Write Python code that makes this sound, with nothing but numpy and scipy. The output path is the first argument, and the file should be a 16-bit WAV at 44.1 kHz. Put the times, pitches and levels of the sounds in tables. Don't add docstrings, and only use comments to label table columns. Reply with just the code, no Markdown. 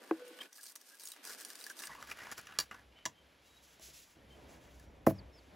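import sys
import numpy as np
from scipy import signal
from scipy.fft import rfft, irfft
from scipy.io import wavfile

SR = 44100
rng = np.random.default_rng(int(sys.argv[2]) if len(sys.argv) > 2 else 0)


def waveform_to_disk(signal):
    frames = np.transpose(np.atleast_2d(signal))
    scaled = np.clip(frames, -1, 1) * 32767
    samples = np.round(scaled).astype(np.int16)
    wavfile.write(sys.argv[1], SR, samples)


N = 244755

# time_s, rumble_db, murmur_db, leaves_db
AIR_LEVELS = [(0, -79.5, -64, -65), (.46, -84.5, -63, -59), (.49, -85, -78, -73.5), (1.15, -80, -79, -67),
              (1.19, -83, -67, -62.5), (1.85, -76, -68, -61.5), (1.9, -79, -71, -61.5),
              (2.5, -74, -77, -61.5), (2.9, -71, -69, -70.5), (3.7, -77.5, -75.5, -67.5),
              (3.95, -66.5, -73, -65.5), (4.14, -81, -81, -71), (4.17, -64.5, -67, -69.5),
              (4.43, -61, -59.5, -66), (4.6, -62.5, -62, -68.5), (4.87, -56.5, -63.5, -71),
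              (5.03, -60, -64, -73.5), (5.2, -52.5, -60.5, -70.5), (5.43, -66.5, -65.5, -68.5),
              (5.55, -62, -61, -66.5)]
# pitch_hz, level_db
RUMBLE_COLOUR = [(13, -38), (22, -7), (52, 0), (64, 14), (77, 2.5), (123, -1.5), (220, -13.5), (290, -54.5),
                 (480, -120)]
MURMUR_COLOUR = [(76, -34), (130, -3), (294, 4), (372, -1), (567, 1), (1540, -15), (1810, -13), (2500, -15),
                 (3250, -59), (5500, -120)]
LEAVES_COLOUR = [(530, -4), (900, -6), (3200, -4), (5000, -11), (7000, -19), (9000, -18.5), (11300, -17),
                 (14000, -18), (15800, -38), (16100, -57)]
SLEEVE_COLOUR = [(1500, -18), (2600, -7), (4000, -6), (6000, -3), (7500, -5), (10000, -6.5), (13000, -8.5),
                 (15700, -11.5), (16100, -48)]
GRIT_COLOUR = [(1470, -48), (2500, -13.5), (3720, -9.5), (4840, -2.5), (7650, -7), (8330, -4.5),
               (12400, -9), (14100, -5.5), (16000, -25.5)]
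CLACK_COLOUR = [(1200, 1), (2000, -4), (3500, -13.5), (6500, -11.5), (8500, -13), (11000, -5), (14000, 0),
                (16500, -13)]
# pitch_hz, likeness
LIKENESS = [(40, 1), (400, 0.9), (1100, 0.2), (2200, 0.79), (4000, 0.39), (8000, 0.79), (15000, 0.34)]
# start_s, length_s, pitch_hz, fall_hz, level_db
CHIRPS = [(5.128, 0.078, 5500, 1500, -63.5), (5.325, 0.078, 5370, 1600, -61.5)]
# start_s, length_s, pitch_hz, level_db
TONES = [(-.03, 0.072, 487, -61), (0.157, 0.19, 494, -51.5), (0.316, 0.13, 498, -62),
         (.18, 0.33, 1497, -66.5), (2.95, 0.096, 3030, -69.5), (3.13, 0.1, 3130, -74),
         (3.447, 0.177, 3880, -70), (4.178, .09, 1850, -75), (4.304, 0.062, 3120, -68),
         (4.83, 0.078, 5740, -81)]
# start_s, length_s, hiss_db, dull_part_db
RUSTLES = [(3.08, 0.039, -77, -67), (3.408, 0.43, -71.5, -74), (3.616, 0.13, -64.5, -91),
           (3.801, 0.1, -53, -67), (3.92, 0.12, -57.5, -83), (4.023, .12, -67, -75), (4.28, 0.3, -73, -79),
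           (4.474, 0.097, -67, -62.5), (4.592, 0.25, -69, -69), (5.106, 0.071, -72.5, -83),
           (5.32, 0.18, -76.5, -82)]
# pitch_hz, ring_time_s (to fall 60 dB), edge_tap_db, middle_blow_db
TABLE_MODES = [(64, 0.78, -70, -47.5), (101.4, 0.41, -67, -33.5), (138.8, 0.17, -44, -26),
               (190.7, 0.24, -63, -30), (251.4, 0.14, -64, -21), (274.2, 0.16, -71, -27),
               (323, 0.1, -22, -15.5), (407, 0.023, -39, -50), (453, 0.051, -30.5, -17.5),
               (530, 0.06, -34, -15.5), (579, 0.21, -58, -44), (651, 0.09, -52, -8.5),
               (723, 0.047, -33, -28.5), (878, 0.043, -38, -21), (1040, 0.048, -47, -43),
               (1085, 0.011, -22.5, -5), (1350, 0.0076, -54, -17), (1600, 0.027, -32.5, -34.5),
               (1970, 0.022, -38, -14.5), (2500, 0.0099, -31, -31)]
# time_s, level_db, spot (0 edge, 1 middle), sharpness_hz
KNOCKS = [(0.1106, 0.5, 0, 2480), (0.306, -27.5, 0, 1520), (2.593, -35, 1, 450), (3.058, -29.5, 1, 400),
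          (3.796, -48.5, 1, 1510), (3.885, -42, 1, 300), (4.167, -40, 1, 253), (5.0673, -13.5, 1, 3090),
          (5.0712, -0.5, 1, 577), (5.109, -20, 1, 596)]
# time_s, level_db
CLACK_LEVELS = [(5.063, -69), (5.0665, -32), (5.068, -31), (5.074, -39.5), (5.094, -47), (5.102, -43),
                (5.112, -50), (5.15, -79)]
# pitch_hz, level_db, ring_time_s (to fall 60 dB)
GLASS_MODES = [(988, -1.5, 0.031), (1185, 5.5, 0.02), (1498, 2, 0.011), (1670, 4.5, 0.022),
               (1940, 10, 0.007), (2368, 5.5, 0.01), (2814, 2.5, 0.021), (3205, 8.5, 0.0053),
               (3896, 6, 0.0096), (4690, 10, 0.0046), (4825, -4.5, 0.012), (5670, -18, 0.02),
               (5904, 12, 0.0032), (6700, -8.5, 0.06), (6980, -1.5, 0.014), (8400, 4.5, 0.0132),
               (8490, 2, 0.048), (9690, 26, 0.0014), (10550, -1.5, 0.027), (11150, 11, 0.002),
               (13400, -20, .004), (14800, 17, 0.0016)]
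# start_s, length_s, hiss_db, beaker_tone_db, favoured_pitch_hz
STROKES = [(0.0, .2, -67, -60.5, 1470), (0.237, .225, -63, -62, 2460), (0.481, .25, -70.5, -71, 1840),
           (0.543, .16, -57, -71.5, 1830), (0.753, .008, -47, -57, 1670), (0.78, .06, -61, -68, 1800),
           (0.841, .11, -58, -69, 1780), (0.979, .155, -57.5, -69, 2110), (1.144, 0.068, -69, -63, 1680),
           (1.223, .13, -53.5, -57, 1600), (1.369, .06, -50.5, -55, 1863), (1.442, .28, -56.5, -60, 1600),
           (1.749, .13, -52.5, -54.5, 1600), (1.881, .19, -60, -55.5, 1410), (2.061, .045, -55, -52, 1780),
           (2.108, .015, -49, -42, 1840), (2.132, .17, -60, -51, 1880), (2.311, .018, -52, -48.5, 1820),
           (2.331, .13, -63.5, -64, 1663), (2.373, .022, -54, -45.5, 1720), (2.458, .11, -65.5, -53, 1590),
           (2.584, .05, -58.5, -62, 1800), (2.711, .02, -62, -50.5, 1380), (2.739, 0.018, -60, -49.5, 1350),
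           (2.775, .035, -68, -57, 1500), (2.91, .12, -79, -63.5, 2500)]
# start_s, length_s, pitch_hz, level_db
SQUEAKS = [(0.579, 0.031, 1670, -59), (0.9, 0.043, 1604, -62.5), (0.936, 0.037, 1620, -63),
           (1.297, 0.024, 1680, -61), (1.649, 0.018, 1700, -70), (1.699, 0.021, 1600, -50.5),
           (1.884, 0.076, 1940, -53), (1.887, 0.042, 1106, -50), (1.966, 0.055, 1080, -55),
           (0.402, 0.023, 3180, -45.5)]
# time_s, middle_modes_db, low_modes_db (against the middle ones), favoured_pitch_hz
TICKS = [(0.3884, -51.5, 14, 3030), (0.4119, -48, 10, 3100), (0.4174, -45, 5.5, 1650),
         (0.4562, -62, 6, 1650), (0.5288, -47.5, -31, 5660), (0.6317, -42.5, -7, 8100),
         (0.6638, -41, -13, 4850), (0.6878, -52, -18, 5830), (0.6974, -46.5, -6, 5040),
         (0.7206, -49, -24, 5460), (0.7549, -42.5, -27, 5140), (0.9974, -40.5, -32, 5470),
         (1.0354, -43.5, -5, 8250), (1.054, -37.5, -24, 6900), (1.073, -38.5, -23, 5630),
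         (1.0858, -41.5, -21, 8800), (1.1179, -35, -16, 3590), (1.1365, -51.5, 4, 3280),
         (1.1628, -49, 5.5, 1330), (1.2506, -40, -7, 5560), (1.41, -40, -17, 8380),
         (1.4488, -33, -10, 5070), (1.502, -34.5, -13, 1660), (1.554, -36, -14, 1700),
         (1.6405, -38, -19, 4820), (1.665, -32.5, -12, 1670), (1.699, -33, -6, 1600),
         (1.7908, -37, -11, 4120), (1.8203, -36, -7, 1660), (1.8364, -35.5, 4.5, 1325),
         (1.854, -39, -32, 8100), (1.8705, -32.5, -10, 1620), (1.9504, -54, 14.5, 990),
         (2.0253, -38.5, 4, 1530), (2.0384, -49, 6, 1370), (2.1146, -36, 10, 2185), (2.1887, -42, 3, 1510),
         (2.2684, -44.5, 6, 967), (2.3145, -38.5, 0, 6700), (2.379, -36.5, -9, 1940),
         (2.4698, -41, 5.5, 1360), (2.523, -52.5, 12, 1300), (2.5876, -13, -8, 4995),
         (2.6005, -21.5, -5, 5050), (2.6071, -29.5, -2.5, 4830), (2.7117, -47, 14.5, 1274),
         (2.7444, -53, 12.5, 1240), (3.054, -21, -6.5, 1800), (3.0599, -23, -4, 1040),
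         (3.7964, -61, -2, 5870), (4.7969, -48, -5, 1760)]
# pitch_hz, turns
TURNS = [(7400, 0), (7700, .2), (8750, .47), (9300, .53), (10600, .87), (10900, 1), (11600, 1),
         (11900, 1.17), (13050, 1.47), (13650, 1.53), (14600, 1.8), (14900, 2)]

GUST_DB, MURMUR_DRIFT_DB = 0.5, 1.3
CHIRP_BEND, CHIRP_SWELL_DB = 3.8, 13
BROKEN_DB = 4.5
RISE_S, FALL_S, SAG_DB = 0.02, 0.02, 2
STROKE_WOBBLE_DB, IDLE_DB = 2.5, -85
GRAINS, GRAIN_OVER_HISS_DB, GRAIN_SPREAD_DB = 90, 7.5, 3.5
CONTACT_MS, LONGER_PER_OCTAVE = 2.25, 0.07
BURST_LENGTH = 900
HIGH_DB, HIGH_DB_PER_OCTAVE, HIGH_LOSS_PER_DB = -5.5, 3, 0.2432
LOW_TOP_HZ, MIDDLE_TOP_HZ = 3400, 8200
YARD_T60_S, YARD_DB = 0.1, -8
LATER_FROM_S, BASS_CUT_HZ, CUTOFF_HZ = 1.872, 230, 16600
EARLY_WIDE_UP_TO_HZ, LATER_WIDE_UP_TO_HZ = 9400, 2030


def from_db(db):
    return 10 ** (np.asarray(db) / 20)


def rms_one(x):
    return x / np.sqrt(np.mean(x ** 2) + 1e-20)


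def in_time(rows):
    times, *columns = np.transpose(rows)
    return [np.interp(np.arange(N) / SR, times, column) for column in columns]


def at_hz(points, hz):
    table_hz, values = np.transpose(points)
    return np.interp(np.log(hz), np.log(table_hz), values)


def drift(rate_hz):
    r = np.exp(-80 * np.pi * rate_hz / SR)
    noise = rng.standard_normal(N // 40 + 2002)
    slow = signal.lfilter([1], [1, -2 * r, r * r], noise)[2000:]
    return np.interp(np.arange(N) / 40, np.arange(len(slow)), rms_one(slow))


def ring(force, hz, t60):
    r = from_db(-60 / (t60 * SR))
    w = 2 * np.pi * hz / SR
    return signal.lfilter([0, np.sin(w)], [1, -2 * r * np.cos(w), r * r], force + 1e-18)


def coloured(spectrum, white):
    hz = np.fft.rfftfreq(N + 1, 1 / SR) + 1
    alike = np.clip(at_hz(LIKENESS, hz), 0, 1)
    shares = np.sqrt([1 + alike, 1 - alike])
    shaped = rfft(white, N + 1) * shares * from_db(at_hz(spectrum, hz))
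    mid, side = irfft(shaped, N + 1)[:, :N]
    return rms_one(np.array([mid + side, mid - side]))


def white_pair():
    return rng.standard_normal((2, N))


def nearness(hz, favoured_hz, octaves):
    return np.exp(-(np.log2(hz / favoured_hz) / octaves) ** 2)


def gestures(rows):
    start, length = np.transpose(rows)[:2, :, None]
    t = np.arange(0, N, 32) / SR - start
    rise, fall = np.minimum(RISE_S, 0.29 * length), np.minimum(FALL_S, 0.77 * length)
    edge = np.clip(t / rise, 0, 1) * np.exp(-np.clip((t - length) / fall, 0, 30))
    sag = from_db(-SAG_DB * np.clip(t / length, 0, 1))
    return (edge * sag) ** 2


def level(shapes, db):
    power = from_db(2 * np.asarray(db)) @ shapes + from_db(2 * IDLE_DB)
    return np.interp(np.arange(N), np.arange(0, N, 32), np.sqrt(power))


def air():
    rumble_db, murmur_db, leaves_db = in_time(AIR_LEVELS)
    rumble = from_db(rumble_db + GUST_DB * drift(3.5)) * coloured(RUMBLE_COLOUR, white_pair())
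    murmur = from_db(murmur_db + MURMUR_DRIFT_DB * drift(8.5)) * coloured(MURMUR_COLOUR, white_pair())
    leaves = from_db(leaves_db) * coloured(LEAVES_COLOUR, white_pair())
    return rumble + murmur + leaves


def notes():
    out = np.zeros(N)
    t = np.arange(N) / SR
    waver = 1 + 0.01 * drift(120)
    for start, length, hz, fall_hz, db in CHIRPS:
        u = np.clip((t - start) / length, 0, 1)
        fade = np.clip(np.minimum(u, 1 - u) * 9.5, 0, 1)
        swell = from_db(db - CHIRP_SWELL_DB * (1 - u))
        pitch = (hz - fall_hz * u ** CHIRP_BEND) * waver
        out += fade * swell * np.sin(2 * np.pi * np.cumsum(pitch) / SR)
    for start, length, hz, db in TONES:
        fade = np.sin(np.pi * np.clip((t - start) / length, 0, 1)) ** 0.26
        out += fade * from_db(db) * np.sin(2 * np.pi * np.cumsum(hz * waver) / SR)
    return out * from_db(BROKEN_DB * drift(30))


def yard(x):
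    t = np.arange(SR // 4) / SR
    noise = rng.standard_normal((2, len(t))) * from_db(-60 * t / YARD_T60_S) * (t > 0.002)
    tail = 0.66 * noise[0] + 0.38 * noise[1] * np.array([[1], [-1]])
    tail /= np.sqrt(np.sum(tail ** 2) / 2)
    return signal.fftconvolve(x[None], tail, axes=1)[:, :N]


def rustling():
    cloth = from_db(1.5 * drift(15)) * coloured(SLEEVE_COLOUR, white_pair())
    return level(gestures(RUSTLES), np.transpose(RUSTLES)[2]) * cloth


def knocks():
    out = np.zeros(N)
    for k, (hz, t60, edge_db, middle_db) in enumerate(TABLE_MODES):
        blows = np.zeros(N)
        for time, db, spot, sharp_hz in KNOCKS:
            spot_db = middle_db if spot > 0.5 else edge_db
            blows[round(time * SR)] += from_db(db + spot_db) / (1 + (hz / sharp_hz) ** 2)
        sign = (-1) ** ((k + 2) // 3)
        out += sign * ring(blows, hz, t60)
    return out


def clack():
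    t = np.arange(N) / SR
    sounding = (t > CLACK_LEVELS[0][0]) & (t < CLACK_LEVELS[-1][0])
    return sounding * from_db(in_time(CLACK_LEVELS)[0]) * coloured(CLACK_COLOUR, white_pair())


def grit(per_s, size_db, clump_db):
    sizes = from_db(size_db * np.minimum(rng.exponential(1, N), 5)) * rng.choice([-1, 1], N)
    catches = sizes * (rng.random(N) < per_s / SR)
    slide = 0.75 * rng.standard_normal(N)
    return (rms_one(catches) + slide) * from_db(clump_db * drift(43))


def rubbing_hiss(drag):
    gritty = coloured(GRIT_COLOUR, drag * rng.choice([-1, 1], (2, N)))
    return level(gestures(STROKES), np.transpose(STROKES)[2]) * gritty


def rubbed_modes(drag):
    strokes, cloth = np.transpose(STROKES), np.transpose(RUSTLES)
    modes = GLASS_MODES[:8]
    near = np.array([0.099 + nearness(hz, strokes[4], 0.36) for hz, db, t60 in modes])
    near /= np.sqrt(np.sum(near ** 2, axis=0))
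    shapes = np.concatenate([gestures(STROKES), gestures(RUSTLES)])
    cloth_db = cloth[3] - 10 * np.log10(len(modes))
    tone = np.zeros(N)
    for weight, (hz, db, t60) in zip(near, modes):
        drive_db = np.concatenate([strokes[3] + 20 * np.log10(weight), cloth_db])
        flicker = from_db(3.58 * drift(20.4))
        tone += level(shapes, drive_db) * flicker * rms_one(ring(drag, hz, 1.15 * t60))
    return from_db(-5.0) * tone


def squeaks():
    out = np.zeros(N)
    t = np.arange(N) / SR
    slip = rng.standard_normal(N)
    for start, length, hz, db in SQUEAKS:
        swell = np.sin(np.pi * np.clip((t - start) / length, 0, 1))
        out += from_db(db) * swell * rms_one(ring(slip, hz, 0.036))
    return out


def grains():
    hiss = level(gestures(STROKES), np.transpose(STROKES)[2])
    when, size, low, pitch = rng.random((GRAINS, 4)).T
    at = np.searchsorted(np.cumsum(hiss) / hiss.sum(), when)
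    db = 20 * np.log10(hiss[at]) + GRAIN_OVER_HISS_DB + GRAIN_SPREAD_DB * (2 * size - 1)
    return np.transpose([at / SR, db, -20 + 20 * low, 1200 * 2 ** (2.8 * pitch)])


def ticks():
    time, db, low_db, favoured_hz = np.concatenate([TICKS, grains()]).T[:, :, None]
    high_db = HIGH_DB + HIGH_DB_PER_OCTAVE * np.log2(favoured_hz / 3000) - HIGH_LOSS_PER_DB * (db + 42.5)
    shares = from_db([low_db, 0 * db, high_db])
    t = np.arange(BURST_LENGTH) / SR
    fall = CONTACT_MS / 1000 * (3000 / favoured_hz) ** LONGER_PER_OCTAVE
    rough = rng.standard_normal((len(time), BURST_LENGTH))
    rough[:, 8] += 5.0
    envelope = (1 - np.exp(-14.0 * t / fall)) * np.exp(-t / fall)
    bursts = rough * envelope / np.sqrt(1 + fall * SR / 8) * from_db(db - 14)
    at = (np.round(time * SR).astype(int) + np.arange(BURST_LENGTH)).ravel()

    def force(gain):
        return np.bincount(at, (bursts * gain).ravel(), N + BURST_LENGTH)[:N] + 1e-18

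    out = np.zeros(N)
    for k, (hz, mode_db, t60) in enumerate(GLASS_MODES):
        group = int(hz > LOW_TOP_HZ) + int(hz > MIDDLE_TOP_HZ)
        answer = 0.35 + 1.7 * nearness(hz, favoured_hz, 0.095)
        out += (-1) ** k * from_db(mode_db) * ring(force(shares[group] * answer), hz, t60)
    bands = [(700, LOW_TOP_HZ), (LOW_TOP_HZ, MIDDLE_TOP_HZ), (MIDDLE_TOP_HZ, 17000)]
    for band, share in zip(bands, shares):
        sos = signal.butter(2, band, "band", fs=SR, output="sos")
        out += from_db(23) * signal.sosfilt(sos, force(share))
    return out


def scene():
    drag = grit(per_s=4000, size_db=4.5, clump_db=2.0) * from_db(STROKE_WOBBLE_DB * drift(7.3))
    background = air() + notes()
    rubbing = rustling() + rubbing_hiss(drag) + rubbed_modes(drag) + squeaks()
    clinks, thuds = ticks(), knocks()
    reflected = from_db(YARD_DB) * yard(clinks + from_db(-9) * thuds)
    low_and_bright = thuds * from_db([[0.3], [-0.3]]) + clack()
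    return background + reflected + rubbing + low_and_bright + clinks


def narrowed(x, hz):
    sos = signal.butter(12, hz, fs=SR, output="sos")
    side = signal.sosfilt(sos, (x[0] - x[1]) / 2)
    return x.mean(axis=0) + side * [[1], [-1]]


def record(dry):
    bass_cut = signal.butter(5, BASS_CUT_HZ, "high", fs=SR, output="sos")
    early = signal.sosfilt(bass_cut, narrowed(dry, EARLY_WIDE_UP_TO_HZ))
    turns = np.interp(np.fft.rfftfreq(N + 1, 1 / SR), *np.transpose(TURNS))
    spin = np.exp(2j * np.pi * turns * [[0], [1]])
    later = irfft(rfft(narrowed(dry, LATER_WIDE_UP_TO_HZ), N + 1) * spin, N + 1)[:, :N]
    blend = np.clip((np.arange(N) / SR - LATER_FROM_S) / 0.01, 0, 1)
    deep_cut = signal.butter(2, 35, "high", fs=SR, output="sos")
    out = signal.sosfilt(deep_cut, early + blend * (later - early))
    return signal.sosfilt(signal.cheby2(14, 60, CUTOFF_HZ, fs=SR, output="sos"), out)


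dry = scene()
out = record(dry)
waveform_to_disk(out)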